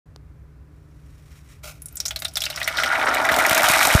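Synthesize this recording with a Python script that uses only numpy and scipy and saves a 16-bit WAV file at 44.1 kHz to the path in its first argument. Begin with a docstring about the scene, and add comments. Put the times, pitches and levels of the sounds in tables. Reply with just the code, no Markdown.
"""A kitchen, close above a deep fryer of hot oil, over a low rumble and fan hum: dry noodles are dropped in.
They rustle in the hand and hiss briefly at the oil: random clicks, echoed and coloured by the steel well.
Steam pops ring at the bubble's pitch, lower and lower as bubbles grow, then crowd into a boil of struck
resonators and a spitting sizzle of clicks. Puffs of steam thump on the microphone as slowing, dying sines."""
import sys
import numpy as np
from scipy import signal
from scipy.fft import rfft, irfft
from scipy.io import wavfile

SR = 44100
rng = np.random.default_rng(int(sys.argv[2]) if len(sys.argv) > 2 else 0)


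def digitize_waveform(pressure):
    """Quantize a signal to 16-bit integers and store it at the path in sys.argv[1].

    Rows of a 2-D input are taken as channels; values are limited to [-1, 1].
    """
    field = np.atleast_2d(pressure).T
    bounded = np.clip(field, -1, 1)
    quanta = np.round(bounded * 32767).astype(np.int16)
    wavfile.write(sys.argv[1], SR, quanta)


N = 176400
TIME_S = np.arange(N) / SR

# Table levels are relative: each *_TRIM_DB shifts its source as a whole.

# low kitchen rumble: (frequency [Hz], gain [dB])
RUMBLE_COLOUR = [(20, -38), (35, -8), (50, -6), (66, 2.5), (85, -8), (120, -9), (165, -17), (200, -26.5),
                 (290, -20.5), (400, -32), (560, -31), (850, -38), (1300, -35.5), (2300, -43), (3000, -51),
                 (6000, -54), (15000, -59)]
# fan hum partials: (frequency [Hz], RMS level [dB])
HUM_PARTIALS = [(150, -53.5), (299, -67.5), (412, -70), (1001, -79.5)]
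# dry tick: (frequency [Hz], gain [dB])
TICK_COLOUR = [(100, -12), (400, 9), (1500, 0.5), (2200, -13), (4500, 3), (8000, -12.5), (15000, -22)]
RUMBLE_DB = -45
TICK_S, TICK_DB = 0.1615, -14
START_S, FADE_IN_S = 0.057, 0.0026

# resonances of the well above the oil: (frequency [Hz], width [Hz], gain [dB])
WELL_MODES = [(600, 31, 7.5), (648, 46, 6.5), (773, 110, -1), (1243, 180, -8.5), (1410, 30, 0.5),
              (1994, 88, -0.5), (2250, 105, -3.5), (2430, 27, -6), (3766, 300, -5), (5500, 270, -2.5)]
# slow ring of the fryer: (frequency [Hz], gain [dB])
WELL_TAIL_COLOUR = [(400, -15), (600, -3.5), (720, 13), (950, 0), (1280, -5), (1450, 7.5), (1700, -15),
                    (2200, 0), (3200, -16), (8000, -25)]
ROOM_T60_S, ROOM_DB = 0.1, -17.5
WELL_TAIL_T60_S, WELL_TAIL_DB = 0.2, -13
TAIL_GAP_S = 0.008

# strands rustling: (time [s], level [dB])
RUSTLE_LEVEL = [(0.7, -85), (0.712, -75), (1.302, -59.5), (1.316, -50), (1.33, -60), (1.372, -54),
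                (1.42, -64), (1.478, -57), (1.512, -53), (1.62, -69)]
# rustle: (frequency [Hz], gain [dB])
RUSTLE_COLOUR = [(400, -45), (650, -32), (1100, 0), (1400, -3), (1800, -1), (2800, -1), (4000, -4),
                 (5500, -6), (7000, -4), (15000, -11)]
# strands plunging into the oil: (time [s], level [dB])
PLUNGE_LEVEL = [(1.628, -68), (1.634, -45.5), (1.645, -37.5), (1.653, -38), (1.70, -38.5), (1.73, -52),
                (1.80, -63), (1.95, -59)]
# plunge: (frequency [Hz], gain [dB])
PLUNGE_COLOUR = [(200, -9), (600, -1), (1000, -2), (1400, 10.5), (1750, -7.5), (2300, 7), (3500, -0.5),
                 (6000, 2.5), (10000, -0.5), (15000, -2.5)]
RUSTLE_TRIM_DB = -0.5
RUSTLE_CLICKS_PER_S, PLUNGE_CLICKS_PER_S = 4600, 2500

# puffs of steam on the microphone: (time [s], level [dB], starting pitch [Hz], decay time constant [s])
PUFFS = [(3.318, -20.5, 229, 0.0032), (3.387, -21, 266, 0.003), (3.513, -17.5, 220, 0.0044),
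         (3.636, -27, 198, .006), (3.700, -14.5, 243, 0.0036), (3.854, -27, 270, 0.0034),
         (3.872, -20, 246, 0.0029), (3.951, 5.5, 141, 0.0037)]
PUFF_SAG_S, PUFF_RISE_S = 0.0075, 0.00033

# bright spits of oil: (time [s], level [dB])
SPITS = [(3.1471, -10), (3.2535, -12), (3.364, -6.5), (3.465, -4.5), (3.4955, -2.5), (3.5309, -4.5),
         (3.5497, -3), (3.608, -11), (3.62, -11), (3.6326, -5.5), (3.7004, -15), (3.7144, -5), (3.8548, -4),
         (3.8714, 0.5), (3.8834, -7), (3.9499, -5)]
# snap of an oil film: (frequency [Hz], gain [dB])
SNAP_COLOUR = [(2500, -1.5), (5000, 1.5), (9500, 0.5), (10400, -4.5), (11500, -0.5), (15000, -3)]
SPIT_TRIM_DB, SPIT_SCATTER_S = -24.5, 0.0018
SNAP_LOW_CUT_HZ, SNAP_SCATTER_DB, SNAP_SCATTER_S = 3500, 10, 0.0074

# single pops: (time [s], bubble pitch [Hz], ring level [dB], well knock level [dB], snap level [dB])
POPS = [(1.8198, 10900, -37.5, -59, -63), (1.858, 9800, -33.5, -60, -65), (1.8845, 8800, -44, -66, -50),
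        (1.9255, 13100, -48.0, -81, -65), (1.956, 12600, -34.0, -62, -52),
        (1.9695, 7600, -30.5, -52.5, -52), (2.0018, 5540, -23.5, -41, -31.5),
        (2.0542, 5260, -26, -38.5, -35), (2.0604, 6030, -25.0, -54, -28), (2.0817, 6600, -27, -45, -37),
        (2.1078, 3240, -28.5, -32, -34), (2.1607, 4080, -26.5, -35.5, -31.5),
        (2.191, 7140, -44, -65, -36.5), (2.2, 11000, -38, -66, -43), (2.221, 3730, -36, -32.5, -32.5),
        (2.2472, 8900, -30.5, -60, -40), (2.25, 3670, -23.5, -31, -34.5), (2.2817, 5300, -39.5, -68, -40),
        (2.337, 10100, -43.5, -74, -58), (2.356, 5200, -25.0, -38.5, -34), (2.37, 3500, -22.5, -30, -23),
        (2.4054, 5300, -28, -45, -35), (2.419, 3320, -23.5, -38, -27), (2.438, 3850, -26.5, -34, -28),
        (2.4543, 4800, -26.0, -53, -30.5), (2.464, 2760, -27.0, -32.5, -47),
        (2.5012, 4050, -29, -33.5, -31.5), (2.5274, 2900, -36.5, -43, -59.0), (2.56, 5300, -32, -40, -33),
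        (2.575, 1490, -34, -30, -47.0), (2.601, 2540, -33, -57, -36.5), (2.6155, 1940, -24.5, -29.5, -61),
        (2.6294, 4000, -29.5, -45, -33), (2.643, 5500, -30, -48, -41), (2.6765, 1990, -18, -24, -25),
        (2.7701, 4050, -25, -45, -35), (2.7855, 1530, -21, -23, -46), (2.835, 1920, -24, -19.5, -33),
        (2.9292, 1350, -19.5, -37, -53), (2.953, 1930, -21.5, -29, -51), (3.0679, 1540, -17, -29.0, -51),
        (3.084, 1290, -18, -35, -52), (3.1414, 3900, -32, -45, -31), (3.25, 1900, -21.5, -30, -49),
        (3.2889, 1770, -14, -23, -33), (3.3174, 1420, -40, -21.5, -26), (3.3408, 1280, -44, -19.5, -28.5),
        (3.3872, 1410, -22, -22, -22), (3.4496, 1870, -15.5, -31, -37), (3.5104, 2300, -28, -42, -21),
        (3.5279, 1450, -32, -18, -41), (3.5468, 1320, -26, -26, -22.5), (3.5778, 1550, -20, -25, -17.5),
        (3.595, 1960, -20.5, -25, -36.0), (3.6416, 1520, -20, -17, -23), (3.686, 6700, -24, -22, -18),
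        (3.693, 1450, -26.0, -40, -29), (3.7359, 2100, -17.5, -27, -33), (3.7514, 1600, -20.5, -21, -35),
        (3.811, 1240, -30, -41, -22.5), (3.8292, 2020, -29, -22.5, -18.5), (3.8511, 1170, -19, -18.5, -18),
        (3.902, 1900, -15.5, -45, -29)]
# knock in the well: (frequency [Hz], gain [dB])
KNOCK_COLOUR = [(200, -15), (480, -17), (620, -1.5), (1000, -10), (1400, 2), (2300, -0.5), (3500, -2),
                (7000, -22.5)]
POP_TRIM_DB, BURST_TRIM_DB, KNOCK_TRIM_DB, SNAP_TRIM_DB = -9.5, -13, -6.5, -7.5
POP_CYCLES = 21
BURST_WIDTH = 1.434  # band edges: pitch divided and multiplied by this
# wall reflections: level over the direct sound, time constant at mid pitch
SCATTER_DB, SCATTER_S, SCATTER_MID_HZ = 11, 0.0073, 3500
SCATTER_SLOPE = 0.26  # higher pops die sooner
SNAP_SLOPE = 0.36  # above mid pitch, a smaller bubble snaps shorter
KNOCK_SCATTER_S = 0.0087

# large bubbles: (time [s], level [dB])
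LARGE_LEVEL = [(2.3, -70), (2.55, -44), (2.75, -38.5), (2.9, -30.5), (3.02, -23), (3.1, -23.5), (3.16, -22),
               (3.5, -20.5), (4.0, -21)]
# large bubbles: (frequency [Hz], gain [dB])
LARGE_COLOUR = [(100, -32), (250, 8.5), (450, -6.5), (600, -12.5), (850, 0), (1100, -3), (1500, 5),
                (4000, -21)]
# small bubbles: (time [s], level [dB])
SMALL_LEVEL = [(2.3, -78), (2.55, -40.5), (2.7, -42), (2.82, -38), (2.95, -24), (3.3, -26.5), (3.6, -20.5),
               (4.0, -22.5)]
# small bubbles: (frequency [Hz], gain [dB])
SMALL_COLOUR = [(400, -31), (900, -4), (1300, -3), (2000, 0.5), (2700, -5), (4000, -0.5), (10000, -65)]
# gurgle of like-sized bubbles leading into the boil: (time [s], level [dB])
GURGLE_LEVEL = [(2.55, -55), (2.68, -41), (2.76, -29), (2.94, -24.5), (3.08, -29), (3.25, -33), (4.0, -62)]
# gurgle: (frequency [Hz], gain [dB])
GURGLE_COLOUR = [(500, -11), (1100, -11.5), (1450, -4.5), (1800, -8), (4000, -25)]
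# tiny ringing bubbles along the strands: (time [s], level [dB])
FIZZ_LEVEL = [(2.0, -57), (2.33, -58), (2.42, -46), (2.49, -47.5), (2.69, -36.5), (2.74, -39),
              (2.79, -30.5), (2.84, -28), (2.9, -37.5), (3.25, -38.5), (3.7, -28.5), (4.0, -31)]
# fizz: (frequency [Hz], gain [dB])
FIZZ_COLOUR = [(1500, -7), (3000, 2.5), (4000, -1.5), (5400, 4), (7000, -2.5), (9500, 2), (10400, -11),
               (12000, -10), (15000, -6)]
# sizzle: (time [s], level [dB])
SIZZLE_LEVEL = [(1.75, -90), (2.0, -56), (2.32, -60), (2.42, -53), (2.72, -46), (2.84, -40), (3.2, -39),
                (3.42, -31.5), (3.62, -31), (3.71, -18), (3.78, -23.5), (3.87, -26), (4.0, -22.5)]
# sizzle: (frequency [Hz], gain [dB])
SIZZLE_COLOUR = [(300, -14.5), (1200, 6.5), (2800, 2.5), (4000, 2), (5500, 0), (7500, 1), (9500, 2.5),
                 (10300, -1.5), (12000, 1), (15500, -12.5)]
LARGE_TRIM_DB, SMALL_TRIM_DB, FIZZ_TRIM_DB = -1, -1, -0.5
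LARGE_PER_S, SMALL_PER_S, GURGLE_PER_S, FIZZ_PER_S = 500, 380, 160, 600
SIZZLE_CLICKS_PER_S = 1100
BUBBLE_CYCLES = 9.1

LOW_CUT_HZ, HIGH_CUT_HZ, SOFT_PEAK = 44, 15250, 1.3


def from_db(db):
    """Decibels to amplitude gain."""
    return 10 ** (np.asarray(db) / 20)


def rms_one(x):
    """Scale to unit RMS."""
    return x / np.sqrt(np.mean(x ** 2) + 1e-20)


def level(rows):
    """Gain along a level curve, -120 dB before its first point."""
    s, db = np.transpose(rows)
    return from_db(np.interp(TIME_S, s, db, left=-120))


def add(out, s, sound):
    """Mix a sound in at a time."""
    start = int(s * SR)
    out[start:start + len(sound)] += sound[:max(N - start, 0)]


def colour(x, points):
    """Minimum-phase filter through (Hz, dB) points, by folding the cepstrum."""
    hz, db = np.transpose(points)
    size = 8192
    grid_hz = np.maximum(np.fft.rfftfreq(size, 1 / SR), 1)
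    gain = from_db(np.interp(np.log(grid_hz), np.log(hz), db))
    cepstrum = irfft(np.log(gain))
    cepstrum[1:size // 2] *= 2
    cepstrum[size // 2 + 1:] = 0
    impulse = irfft(np.exp(rfft(cepstrum)))
    return signal.fftconvolve(x, impulse)[:len(x)]


def high_pass(x, order, hz):
    """Butterworth low cut."""
    return signal.sosfilt(signal.butter(order, hz, "high", fs=SR, output="sos"), x)


def ring(x, hz, cycles):
    """A bubble as a two-pole resonator: a click rings it, dying by 60 dB in so many cycles."""
    r = np.exp(-np.log(1000) * hz / (cycles * SR))
    w = 2 * np.pi * hz / SR
    return signal.lfilter([.5, 0, -.5], [1, -2 * r * np.cos(w), r * r], x + 1e-18)


def scatter(reflected_db, decay_s):
    """A click and its fast-dying reflections from one spot in the well; unit energy."""
    t = TIME_S[:SR // 20]
    echoes = rng.standard_normal(len(t)) * np.exp(-t / decay_s)
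    path = echoes * from_db(reflected_db) / np.linalg.norm(echoes)
    path[0] += 1
    return path / np.linalg.norm(path)


def well(x):
    """The air in the steel well: parallel resonances added to the direct sound."""
    out = x.copy()
    for hz, width_hz, db in WELL_MODES:
        r = np.exp(-np.pi * width_hz / SR)
        zeros = np.array([1, 0, -1]) * (1 - r * r) / 2
        poles = [1, -2 * r * np.cos(2 * np.pi * hz / SR), r * r]
        out += from_db(db) * signal.lfilter(zeros, poles, x)
    return out


def clicks(per_s, spread_db):
    """Random clicks of either sign, many small and a few large."""
    sizes = from_db(spread_db * np.minimum(rng.exponential(1, N), 4))
    hits = rng.random(N) < per_s / SR
    return hits * sizes * rng.choice([-1, 1], N)


def crackle(per_s, spread_db, points, reflected_db, count=8):
    """Clicks reflected from several spots in the well; unit RMS."""
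    out = np.zeros(N)
    for _ in range(count):
        hits = clicks(per_s / count, spread_db)
        path = scatter(reflected_db, SNAP_SCATTER_S)
        out += signal.oaconvolve(hits, path)[:N]
    return rms_one(colour(well(out), points))


def bubbles(per_s, low_hz, high_hz, spread_db, points, count=14):
    """A crowd of ringing bubbles over a range of sizes; unit RMS."""
    out = np.zeros(N)
    for hz in np.geomspace(low_hz, high_hz, count):
        hits = clicks(per_s / count, spread_db)
        bubble = ring(scatter(reflected_db=-0.5, decay_s=0.0044), hz, BUBBLE_CYCLES)
        out += signal.oaconvolve(hits, bubble)[:N]
    return rms_one(colour(well(out), points))


def rumble():
    """Steady kitchen rumble: coloured noise."""
    return from_db(RUMBLE_DB) * rms_one(colour(rng.standard_normal(N), RUMBLE_COLOUR))


def fan_hum():
    """Steady sines at random phases."""
    out = np.zeros(N)
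    for hz, db in HUM_PARTIALS:
        out += from_db(db) * np.sqrt(2) * np.sin(2 * np.pi * (hz * TIME_S + rng.random()))
    return out


def tick():
    """One dry tick: a coloured unit impulse."""
    out = np.zeros(N)
    impulse = 1.0 * (TIME_S[:SR // 20] == 0)
    add(out, TICK_S, from_db(TICK_DB) * colour(impulse, TICK_COLOUR))
    return out


def background():
    """Rumble, hum and tick, faded in from silence."""
    fade = np.clip((TIME_S - START_S) / FADE_IN_S, 0, 1)
    return (rumble() + fan_hum() + tick()) * fade


def tail(t60_s):
    """A diffuse noise decay after a gap; unit energy."""
    t = TIME_S[:SR // 2]
    echoes = rng.standard_normal(len(t)) * np.exp(-np.log(1000) * t / t60_s) * (t > TAIL_GAP_S)
    return echoes / np.linalg.norm(echoes)


def kitchen(x):
    """A short tail from hard walls and the slower ring of the fryer."""
    room = from_db(ROOM_DB) * tail(ROOM_T60_S)
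    fryer = from_db(WELL_TAIL_DB) * colour(tail(WELL_TAIL_T60_S), WELL_TAIL_COLOUR)
    return x + signal.fftconvolve(x, room + fryer)[:N]


def rustle():
    """Dry strands rub: dense, strongly reflected clicks."""
    sound = crackle(RUSTLE_CLICKS_PER_S, 6.0, RUSTLE_COLOUR, reflected_db=11)
    return level(RUSTLE_LEVEL) * from_db(RUSTLE_TRIM_DB) * sound


def plunge():
    """Strands hiss as they meet the oil: dense clicks in a short swell."""
    return level(PLUNGE_LEVEL) * crackle(PLUNGE_CLICKS_PER_S, 5.3, PLUNGE_COLOUR, reflected_db=6)


def puffs():
    """Steam on the microphone: short pressure swings that slow as they die."""
    out, t = np.zeros(N), TIME_S[:SR // 10]
    for s, db, hz, decay_s in PUFFS:
        turns = hz * PUFF_SAG_S * np.log1p(t / PUFF_SAG_S)
        envelope = (1 - np.exp(-t / PUFF_RISE_S)) * np.exp(-t / decay_s)
        add(out, s, from_db(db) * np.sin(2 * np.pi * turns) * envelope)
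    return out


def snap(decay_s):
    """The bright crack of an oil film breaking: a high-passed, reflected click."""
    crack = high_pass(scatter(SNAP_SCATTER_DB, decay_s), 1, SNAP_LOW_CUT_HZ)
    return colour(crack, SNAP_COLOUR)


def spits():
    """Droplets burst at the surface with a short snap."""
    out = np.zeros(N)
    for s, db in SPITS:
        add(out, s, from_db(db + SPIT_TRIM_DB) * rms_one(snap(SPIT_SCATTER_S)))
    return out


def pops():
    """Each pop is a snap, a rough burst that rings at the bubble's pitch, and a knock in the well."""
    out = np.zeros(N)
    for s, hz, ring_db, knock_db, snap_db in POPS:
        path = scatter(SCATTER_DB, SCATTER_S * (SCATTER_MID_HZ / hz) ** SCATTER_SLOPE)
        edges_hz = [hz / BURST_WIDTH, hz * BURST_WIDTH]
        band = signal.butter(2, edges_hz, "band", fs=SR, output="sos")
        burst = well(signal.sosfilt(band, path))
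        knock = colour(well(scatter(SCATTER_DB, KNOCK_SCATTER_S)), KNOCK_COLOUR)
        snap_s = SNAP_SCATTER_S * min(SCATTER_MID_HZ / hz, 1) ** SNAP_SLOPE
        add(out, s, from_db(ring_db + POP_TRIM_DB) * rms_one(ring(burst, hz, POP_CYCLES)))
        add(out, s, from_db(ring_db + BURST_TRIM_DB) * rms_one(burst))
        add(out, s, from_db(knock_db + KNOCK_TRIM_DB) * rms_one(knock))
        add(out, s, from_db(snap_db + SNAP_TRIM_DB) * rms_one(snap(snap_s)))
    return out


def boil():
    """Large and small bubbles churn with a gurgle, under a fizz of tiny ones."""
    large = bubbles(LARGE_PER_S, 560, 1100, 2.6, LARGE_COLOUR, count=10)
    small = bubbles(SMALL_PER_S, 1160, 2930, 3.63, SMALL_COLOUR, count=10)
    gurgle = bubbles(GURGLE_PER_S, 1320, 1700, 3.1, GURGLE_COLOUR, count=4)
    fizz = bubbles(FIZZ_PER_S, 2800, 12800, 3.86, FIZZ_COLOUR)
    out = level(LARGE_LEVEL) * from_db(LARGE_TRIM_DB) * large
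    out += level(SMALL_LEVEL) * from_db(SMALL_TRIM_DB) * small
    out += level(GURGLE_LEVEL) * gurgle
    out += level(FIZZ_LEVEL) * from_db(FIZZ_TRIM_DB) * fizz
    return out


def sizzle():
    """Spitting oil: random clicks in the well."""
    return level(SIZZLE_LEVEL) * crackle(SIZZLE_CLICKS_PER_S, 4.2, SIZZLE_COLOUR, reflected_db=-3)


def scene():
    """The fryer in its kitchen, one channel; puffs and background get no tail."""
    fryer = rustle() + plunge() + pops() + spits() + boil() + sizzle()
    return (kitchen(fryer) + puffs() + background())[None]


def record(dry):
    """The deepest bass is lost, peaks are rounded and the top is cut."""
    thinned = high_pass(dry, 2, LOW_CUT_HZ)
    rounded = SOFT_PEAK * np.tanh(thinned / SOFT_PEAK)
    return signal.sosfilt(signal.ellip(10, .1, 80, HIGH_CUT_HZ, fs=SR, output="sos"), rounded)


dry = scene()
out = record(dry)
digitize_waveform(out)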